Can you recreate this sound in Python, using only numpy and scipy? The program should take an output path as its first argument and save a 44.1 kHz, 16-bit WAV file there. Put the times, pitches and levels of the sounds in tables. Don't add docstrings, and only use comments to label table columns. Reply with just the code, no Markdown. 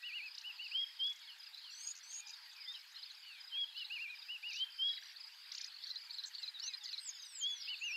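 import sys
import numpy as np
from scipy import signal
from scipy.io import wavfile
from scipy.ndimage import uniform_filter1d

SR = 44100
rng = np.random.default_rng(int(sys.argv[2]) if len(sys.argv) > 2 else 0)


def int16_out(signal):
    q = np.round(np.clip(np.atleast_2d(signal).T, -1, 1) * 32767)
    wavfile.write(sys.argv[1], SR, q.astype(np.int16))


N = 351036

# frequency in Hz, relative noise density in dB per Hz.
WASH_COLOUR = [(25, -40.5), (250, -46), (400, -40), (650, -27), (880, -14), (1140, -14), (1600, -8),
               (3100, -7), (4900, -4.5), (5750, -18.5), (7900, -20.5), (8500, -26), (12500, -22),
               (13200, -25), (15600, -33)]
# start in seconds, length in seconds, start pitch in Hz,
# end pitch in Hz, level halfway in dB.
SLUR_NOTES = [(0, .15, 1934, 1920, -60.5), (1.27, 0.053, 3510, 2690, -52), (1.636, .08, 3340, 2620, -56),
              (2.19, 0.15, 2422, 2420, -62), (2.563, 0.17, 2480, 1850, -62),
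              (2.674, 0.054, 3550, 3695, -44), (2.736, 0.046, 3310, 2805, -50.5),
              (3.262, .135, 3080, 2220, -56.5), (3.497, .099, 3350, 2260, -54.5),
              (6.073, 0.048, 2384, 2320, -58), (6.379, .13, 3020, 2230, -62),
              (6.538, 0.051, 4000, 3590, -47.5), (6.618, .14, 3040, 2330, -55.5),
              (6.805, 0.048, 3850, 3240, -51), (6.879, .1, 3064, 2160, -60.5),
              (6.739, 0.18, 1960, 1928, -69), (7.123, .055, 3680, 3350, -59),
              (7.55, 0.2, 2130, 2266, -65.5)]
# start in seconds, typical pulse peak in dB.
CRICKET_CHIRPS = [(.011, -58), (.266, -49.5), (.635, -51), (.917, -54.5), (.992, -49.5), (1.218, -57),
                  (1.389, -50.5), (1.829, -49.5), (2.254, -50), (2.419, -56), (2.602, -48), (2.978, -50.5),
                  (3.396, -48), (3.769, -50.5), (4.143, -51), (4.481, -49.5), (4.876, -51), (5.194, -48.5),
                  (5.596, -49.5), (5.97, -50.5), (6.12, -51), (6.413, -49), (6.694, -48), (6.832, -46.5),
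                  (7.181, -49), (7.421, -56), (7.606, -46)]
# start in seconds, number of wing strokes, strokes per second,
# mid-stroke pitch the run climbs towards in Hz, level in dB before lift and swell.
CRICKET_TRILLS = [(.012, 12, 44.6, 4400, -56), (.556, 11, 51.3, 4550, -51), (.651, 14, 52.6, 5050, -51),
                  (1.613, 12, 52.6, 4450, -50), (2.003, 12, 46.9, 4550, -58), (2.577, 13, 52.9, 5080, -51),
                  (3.72, 17, 51, 4320, -51), (4.698, 14, 53.5, 5050, -50), (5.372, 9, 51.3, 4820, -54),
                  (5.655, 11, 49, 4460, -52), (6.968, 12, 51.8, 5100, -50), (7.554, 15, 50.8, 4400, -51)]
# start in seconds, length in seconds, pitch at both ends in Hz,
# pitch at the top in Hz, level halfway in dB, swell over the note in dB.
WARBLE_NOTES = [(0.023, 0.091, 2380, 2943, -43.5, 3), (.113, .1, 2302, 2913, -42.5, 2),
                (0.205, 0.086, 2280, 2620, -46, -2), (0.435, 0.084, 2530, 2973, -43.5, -0.5),
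                (0.584, 0.094, 2435, 2980, -45, -3.5), (3.744, .096, 2600, 3007, -44.5, 5),
                (3.896, 0.09, 2334, 2900, -42, 0), (3.983, .09, 2280, 2790, -41.5, -0.5),
                (4.066, 0.088, 2270, 2490, -46, -5), (4.283, .091, 2506, 2950, -42, -3.5),
                (4.427, 0.1, 2240, 2904, -42.5, -3.5), (7.671, .082, 2420, 3010, -40, 2),
                (7.808, .103, 2370, 2860, -39.5, 0.5), (7.907, 0.084, 2366, 2776, -39, 3)]
# start in seconds, number of ticks (rounded), spacing in seconds,
# tick length in seconds, start pitch in Hz, end pitch in Hz, peak in mid-run in dB,
# first and last tick against the middle in dB.
TICK_SERIES = [(0.3445, 3, .0315, .014, 2000, 7320, -41, -7),
               (1.059, 4.8, .0315, .016, 3000, 9200, -56.5, -3),
               (1.951, 4.3, 0.011, 0.009, 4930, 7650, -48.5, -2),
               (2.269, 4.5, 0.011, 0.0096, 4500, 7830, -47.5, -2),
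               (4.499, 4, .0282, .013, 2914, 7550, -44, -6),
               (5.5155, 4.85, .0313, 0.011, 3030, 7050, -39.5, 0),
               (6.257, 3.4, 0.011, 0.0098, 5400, 7360, -47, 0)]
# start in seconds, length in seconds, top pitch in Hz,
# level halfway in dB, fade over the note in dB, final sag as a share of the pitch,
# time constant of a scoop from below in seconds (0 = none).
PHRASE_WHISTLES = [(.71, .137, 3323, -33.5, 6, 0.048, 0.028), (.988, .138, 3370, -36, 10, 0.0073, 0),
                   (3.509, 0.14, 3335, -37.5, -3.5, 0.085, 0), (4.527, 0.12, 3304, -32.5, 0, 0, 0.051),
                   (4.783, .142, 3324, -33.5, 5, .015, 0), (7.407, 0.14, 3402, -35.5, 2.5, 0.0043, 0)]
# start in seconds, number of chips, start pitch in Hz,
# end pitch in Hz, peak in dB.
CHIP_SERIES = [(1.378, 2, 5650, 7500, -64.5), (2.329, 5, 5380, 7600, -59.5), (2.362, 5, 4670, 5810, -56)]
# start in seconds, length in seconds, lowest centre pitch of a flick in Hz,
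# highest centre pitch in Hz, typical peak in dB.
SCOLDS = [(1.533, 0.099, 3540, 5070, -54), (2.112, 0.036, 5000, 7280, -50.5),
          (2.966, 0.14, 2890, 4890, -56), (3.76, 0.052, 3130, 4980, -47), (4.511, .1, 3170, 6110, -50.5),
          (4.93, 0.059, 1620, 4275, -53), (5.013, .11, 1594, 6300, -55), (5.517, .15, 1620, 7120, -52),
          (5.817, 0.1, 3380, 5970, -52), (7.6, 0.19, 3140, 4930, -51.5)]
# start in seconds, number of notes (rounded), spacing in seconds,
# pitch halfway in Hz, rise over a note in Hz, peak of the middle of the group in dB.
PIP_GROUPS = [(1.534, 2.5, .035, 4000, -200, -47.5), (2.329, 1, 0, 3780, 0, -50),
              (2.655, 1, 0, 3250, 600, -53), (2.743, 1, 0, 3930, 400, -46),
              (2.957, 2, .068, 4150, 700, -44.5), (3.099, 1, 0, 4050, -500, -46.5),
              (3.841, 1, 0, 3890, 200, -44), (4.095, 0.92, 0, 3900, -450, -48.5),
              (4.215, 0.98, 0, 3750, 0, -50), (4.515, 3.3, 0.045, 3920, -200, -47),
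              (4.886, 3, .0405, 3910, -100, -42.5), (5.158, 0.92, 0, 4330, 1500, -46.5),
              (7.194, 2, .04, 3810, 0, -50.5)]
# start in seconds, length in seconds, start pitch in Hz, end pitch in Hz,
# bow above a straight glide in Hz, final level in dB, swell in dB, hoarseness from 0 to 1.
SEEP_CALLS = [(1.705, .22, 5650, 6786, 149, -39.5, 22, 1), (2.029, .18, 5800, 6696, 247.5, -40, 19, 0.7),
              (6.616, 0.074, 4940, 6320, 279, -41, 7, 0), (6.835, 0.019, 7400, 4700, 3, -45, 10, 0),
              (6.86, .14, 6550, 5200, -100, -61.5, 7, 0.05), (6.986, .12, 8170, 6180, 820, -38, 27, 0.08),
              (7.14, .24, 6940, 4860, 99.5, -53, 8.5, 0.07), (7.248, .195, 8250, 6180, 691, -41, 21.5, 0),
              (7.476, .23, 6930, 4580, 0, -51.5, 5, 0.06), (7.794, .17, 7060, 5030, 1, -49, 9.5, 0)]
CHATTER_STARTS = [(5.837, 5.868, 5.9, 5.956), (6.1055, 6.141, 6.1823, 6.236),
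                  (6.3485, 6.381, 6.429, 6.4763), (6.597, 6.637, 6.675, 6.734),
                  (6.856, 6.8885, 6.928, 6.978)]
# length in seconds, top pitch in Hz, level halfway in dB.
CHATTER_SYLLABLES = [(0.011, 4630, -40.5), (.016, 4470, -43), (0.023, 4230, -39.5), (.019, 4260, -40)]
# time after its start in seconds, share of the top pitch.
HOOK_PITCH = [(0, .72), (.003, .92), (.006, 1), (.009, .99), (.015, .94), (.03, .92)]
# start in seconds, level in dB.
SQUEAK_NOTES = [(6.118, -68), (6.248, -59.5), (6.378, -65.5)]


def gain_of(db):
    return 10 ** (np.asarray(db) / 20)


def evened(x):
    return x / np.sqrt(np.mean(x ** 2) + 1e-20)


def add(mix, s, sound):
    part = mix[max(round(s * SR), 0):][:len(sound)]
    part += sound[:len(part)]


def wander(n, per_s):
    return np.interp(np.arange(n) * per_s / SR, np.arange(4096), rng.standard_normal(4096))


def progress(length):
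    return np.linspace(0, 1, max(int(length * SR), 8))


def soft_step(x):
    return 1 / (1 + np.exp(-x))


def tone(hz):
    return np.sin(2 * np.pi * np.cumsum(hz) / SR)


def sweep(length, start_hz, end_hz, db):
    u = progress(length)
    return gain_of(db) * np.sin(np.pi * u) ** 2 * tone(start_hz + (end_hz - start_hz) * u)


def sweeps(rows):
    out = np.zeros(N)
    for s, *shape in rows:
        add(out, s, sweep(*shape))
    return out


def note(hz, db, waver, flutter_db, rise, fade):
    t = np.arange(len(hz)) / SR
    gate = np.sin(np.pi / 2 * np.minimum(np.minimum(t / rise, t[::-1] / fade), 1))
    level = db + flutter_db * wander(len(t), 130)
    unsteady_hz = hz * (1 + waver * wander(len(t), 540))
    return gate * gain_of(level) * tone(unsteady_hz)


def wash(rms_db=-60.5, patch_db=2.5):
    frames, hz = N // 256 + 5, np.fft.rfftfreq(1024, 1 / SR)
    real, imag, patches = rng.standard_normal((3, len(hz), frames))
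    patches = uniform_filter1d(patches, size=8, axis=1)
    patches = evened(uniform_filter1d(patches, size=12, axis=0))
    points_hz, points_db = np.transpose(WASH_COLOUR)
    colour_db = np.interp(np.log(hz + 1), np.log(points_hz), points_db)
    spectrum = (real + 1j * imag) * gain_of(colour_db[:, None] + patch_db * patches)
    hiss = signal.istft(spectrum, nperseg=1024, noverlap=768)[1][:N]
    return gain_of(rms_db) * evened(hiss)


def slurs(fade_db=4):
    out = np.zeros(N)
    for s, length, start_hz, end_hz, db in SLUR_NOTES:
        u = progress(length)
        hz = start_hz * (end_hz / start_hz) ** u
        level = db + fade_db * (.5 - u)
        add(out, s, note(hz, level, waver=.0066, flutter_db=1.5, rise=.012, fade=.011))
    return out


def far_callers(per_s, low_hz, high_hz, length, fall, db, spread_db):
    out = np.zeros(N)
    for when, pitch, size, loud in rng.random((int(per_s * N / SR), 4)):
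        hz = low_hz + (high_hz - low_hz) * pitch
        level = db + spread_db * (2 * loud - 1)
        add(out, when * N / SR, sweep(length * (.5 + size), hz * (1 + fall), hz * (1 - fall), level))
    return out


def treble_flicker():
    return far_callers(per_s=45, low_hz=11700, high_hz=12900, length=.015, fall=.025, db=-75.5, spread_db=3.5)


def far_crickets(per_s=9, low_hz=4350, high_hz=5000, fall_hz=650, db=-58, spread_db=3):
    out = np.zeros(N)
    for when, pitch, pace, loud in rng.random((int(per_s * N / SR), 4)):
        hz = low_hz + (high_hz - low_hz) * pitch
        period = .02 + .015 * pace
        stroke = sweep(period, hz + fall_hz / 2, hz - fall_hz / 2, db + spread_db * (2 * loud - 1))
        for k in range(4):
            add(out, when * N / SR + k * period, stroke)
    return out


def chirping_crickets(period=.0345, stroke=.032, start_hz=5280, end_hz=4590, count=3):
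    out = np.zeros(N)
    for s, db in CRICKET_CHIRPS:
        for k in range(count):
            add(out, s + k * period, sweep(stroke, start_hz, end_hz, db + rng.normal()))
    return out


def trilling_crickets(stroke=.022, fall_hz=1080, lift_db=2.0, climb_hz=220):
    out = np.zeros(N)
    for s, strokes, per_s, last_hz, db in CRICKET_TRILLS:
        for k in range(round(strokes)):
            u = k / strokes
            hz = last_hz - climb_hz * (1 - np.sin(u * np.pi / 2))
            swell_db = np.interp(u, [0, .4, .85, 1], [-4.5, -1.5, -3.0, -7.5]) + rng.normal()
            level = db + lift_db + swell_db
            add(out, s + k / per_s, sweep(stroke, hz + fall_hz / 2, hz - fall_hz / 2, level))
    return out


def far_pulser(db=-65, per_s=15.22):
    times = np.arange(.022, N / SR, 1 / per_s)
    pulses = sweeps([(s + .003 * rng.normal(), .018, 1760, 1470, db + 2 * rng.normal()) for s in times])
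    return pulses * gain_of(1.1 * wander(N, 2.5))


def warbles(rise_s=.022, fade_s=.009, link_s=.005, link_dip_db=3, link_round=2.006):
    out = np.zeros(N)
    for k, (s, length, foot_hz, top_hz, db, swell_db) in enumerate(WARBLE_NOTES):
        tied_in = k > 0 and WARBLE_NOTES[k - 1][0] + WARBLE_NOTES[k - 1][1] > s - link_s
        tied_out = k + 1 < len(WARBLE_NOTES) and WARBLE_NOTES[k + 1][0] < s + length + link_s
        u = progress(length)
        tied = np.where(u < .5, tied_in, tied_out)
        arch = (1 - (2 * u - 1) ** 2) ** np.where(tied, link_round, 1)
        hz = foot_hz + (top_hz - foot_hz) * arch
        level = db + swell_db * (u - .5) - link_dip_db * tied * (1 - arch)
        rise = link_s if tied_in else rise_s
        fade = link_s if tied_out else fade_s
        add(out, s, note(hz, level, waver=.004, flutter_db=1.5, rise=rise, fade=fade))
    return out


def ticks(lead_s=.003, under_ratio=.8, under_db=-9):
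    out = np.zeros(N)
    for s, count, spacing, length, start_hz, end_hz, db, ends_db in TICK_SERIES:
        for k, place in enumerate(np.linspace(-1, 1, round(count))):
            level = db + ends_db * place ** 2
            when = s + k * spacing
            add(out, when, sweep(length, start_hz, end_hz, level))
            under = sweep(length, under_ratio * start_hz, under_ratio * end_hz, level + under_db)
            add(out, when - lead_s, under)
    return out


def whistles(sag_s=.009, attack_s=.048, scoop_attack_s=.012, release_s=.011):
    climb, climb_at_s, climb_s = .072, .046, .01
    scoop_hz, scoop_db = 2220, -12.5
    open_hz, open_width_hz = 3048, 29
    out = np.zeros(N)
    for s, length, top_hz, db, fade_db, sag, scoop_s in PHRASE_WHISTLES:
        t = progress(length) * length
        level = db + fade_db * (.5 - t / length)
        if scoop_s > 0:
            hz, rise = top_hz + (scoop_hz - top_hz) * np.exp(-t / scoop_s), scoop_attack_s
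            level = level + scoop_db * soft_step((open_hz - hz) / open_width_hz)
        else:
            hz, rise = top_hz * (1 - climb * soft_step((climb_at_s - t) / climb_s)), attack_s
        hz = hz * (1 - sag * np.exp((t - length) / sag_s))
        add(out, s, note(hz, level, waver=.0035, flutter_db=1.2, rise=rise, fade=release_s))
    return out


def chips(every_s=.1948, length=.02):
    rows = []
    for s, count, start_hz, end_hz, db in CHIP_SERIES:
        for k in range(round(count)):
            rows.append((s + k * every_s, length, start_hz, end_hz, db))
    return sweeps(rows)


def rasps(per_s=260, spread_db=3):
    out = np.zeros(N)
    for s, span, low_hz, high_hz, db in SCOLDS:
        for t in np.arange(0, span, 1 / per_s):
            pitch, slope, late, loud = rng.uniform(-1, 1, 4)
            hz = (low_hz + high_hz + pitch * (high_hz - low_hz)) / 2
            rise = .13 * (slope + .5)
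            flick = sweep(.008, hz * (1 - rise), hz * (1 + rise), db + spread_db * loud)
            add(out, s + t + late / per_s, flick)
    return out


def pips(length=.021, waver=.024, step_db=.5):
    out, u = np.zeros(N), progress(length)
    for s, count, spacing, pitch_hz, rise_hz, db in PIP_GROUPS:
        for k in range(round(count)):
            hz = (pitch_hz + rise_hz * (u - .5)) * (1 + waver * wander(len(u), 700))
            level = db + step_db * (k - (count - 1) / 2)
            add(out, s + k * spacing, gain_of(level) * np.sin(np.pi * u) * tone(hz))
    return out


def seeps(clean_waver=.0032, hoarse_waver=.0061, rasp=.3, swell_curve=1.25, upper_ratio=1.296, upper_db=-60.5):
    out = np.zeros(N)
    for s, length, start_hz, end_hz, bow_hz, db, swell_db, hoarse in SEEP_CALLS:
        u = progress(length)
        hz = start_hz + (end_hz - start_hz) * u + bow_hz * (1 - (2 * u - 1) ** 2)
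        level = db - swell_db * (1 - u ** swell_curve)
        grain = 1 + hoarse * rasp * wander(len(u), 1300)
        waver = clean_waver + hoarse * hoarse_waver
        voice = note(hz, level, waver=waver, flutter_db=3.5, rise=.0033, fade=.012)
        upper = note(upper_ratio * hz, upper_db - 5 * (1 - u), waver=.008 + .043 * u,
                     flutter_db=2.5, rise=.008, fade=.008)
        add(out, s, grain * voice)
        add(out, s, hoarse * upper)
    return out


def chatter(flick_db=-6, spike_db=-17):
    out = np.zeros(N)
    for group in CHATTER_STARTS:
        for s, (length, top_hz, db) in zip(group, CHATTER_SYLLABLES):
            t = progress(length) * length
            hz = top_hz * np.interp(t, *np.transpose(HOOK_PITCH)) * (1 + .02 * wander(len(t), 650))
            hook_db = db + 2 - 4 * t / length
            add(out, s, gain_of(hook_db) * signal.windows.tukey(len(t), .35) * tone(hz))
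            add(out, s - .011, sweep(.011, 3400, 5300, db + flick_db + 2 * rng.normal()))
            spike_hz = rng.uniform(6200, 8600)
            add(out, s - .002, sweep(.006, 4600, spike_hz, db + spike_db + 3 * rng.normal()))
    return out


def squeaks(length=.043, pitch_hz=7630):
    out = np.zeros(N)
    for s, db in SQUEAK_NOTES:
        hz = np.full(int(length * SR), pitch_hz)
        add(out, s, note(hz, db, waver=.016, flutter_db=2.0, rise=.01, fade=.011))
    return out


def bush(x, wet_db, t60):
    t = np.arange(SR) / SR
    sparse = rng.random(SR) < 2000 / SR
    taps = rng.standard_normal(SR) * sparse * (t > .004) * gain_of(-60 * t / t60)
    return x + gain_of(wet_db) * signal.fftconvolve(x, taps / np.linalg.norm(taps))[:N]


def scene():
    songbird = bush(warbles() + whistles(), wet_db=-13.5, t60=.55)
    small_birds = bush(seeps() + squeaks() + chatter() + ticks(), wet_db=-9.5, t60=.084)
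    other_birds = bush(pips() + rasps() + slurs() + chips(), wet_db=-9.5, t60=.13)
    crickets = bush(chirping_crickets() + trilling_crickets() + far_crickets(), wet_db=-13, t60=.04)
    far_birds = far_callers(per_s=22, low_hz=1815, high_hz=3913, length=.05, fall=.08, db=-64.5, spread_db=5)
    far_twitter = far_callers(per_s=33, low_hz=2545, high_hz=4360, length=.015, fall=.061, db=-60, spread_db=4.5)
    far_doves = far_callers(per_s=7, low_hz=830, high_hz=966, length=.087, fall=.03, db=-77.5, spread_db=6)
    chorus = bush(far_birds + far_twitter + far_doves + far_pulser(), wet_db=-8, t60=.28)
    return (songbird + small_birds + other_birds + crickets + chorus + wash() + treble_flicker())[None]


def record(dry, low_cut_hz=20, edge_hz=15750):
    low_cut = signal.butter(2, low_cut_hz, "high", fs=SR, output="sos")
    thin = signal.sosfilt(low_cut, dry)
    band_limit = signal.firwin(511, edge_hz, window=("kaiser", 9), fs=SR)
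    return signal.oaconvolve(thin, band_limit[None], "same")


dry = scene()
out = record(dry)
int16_out(out)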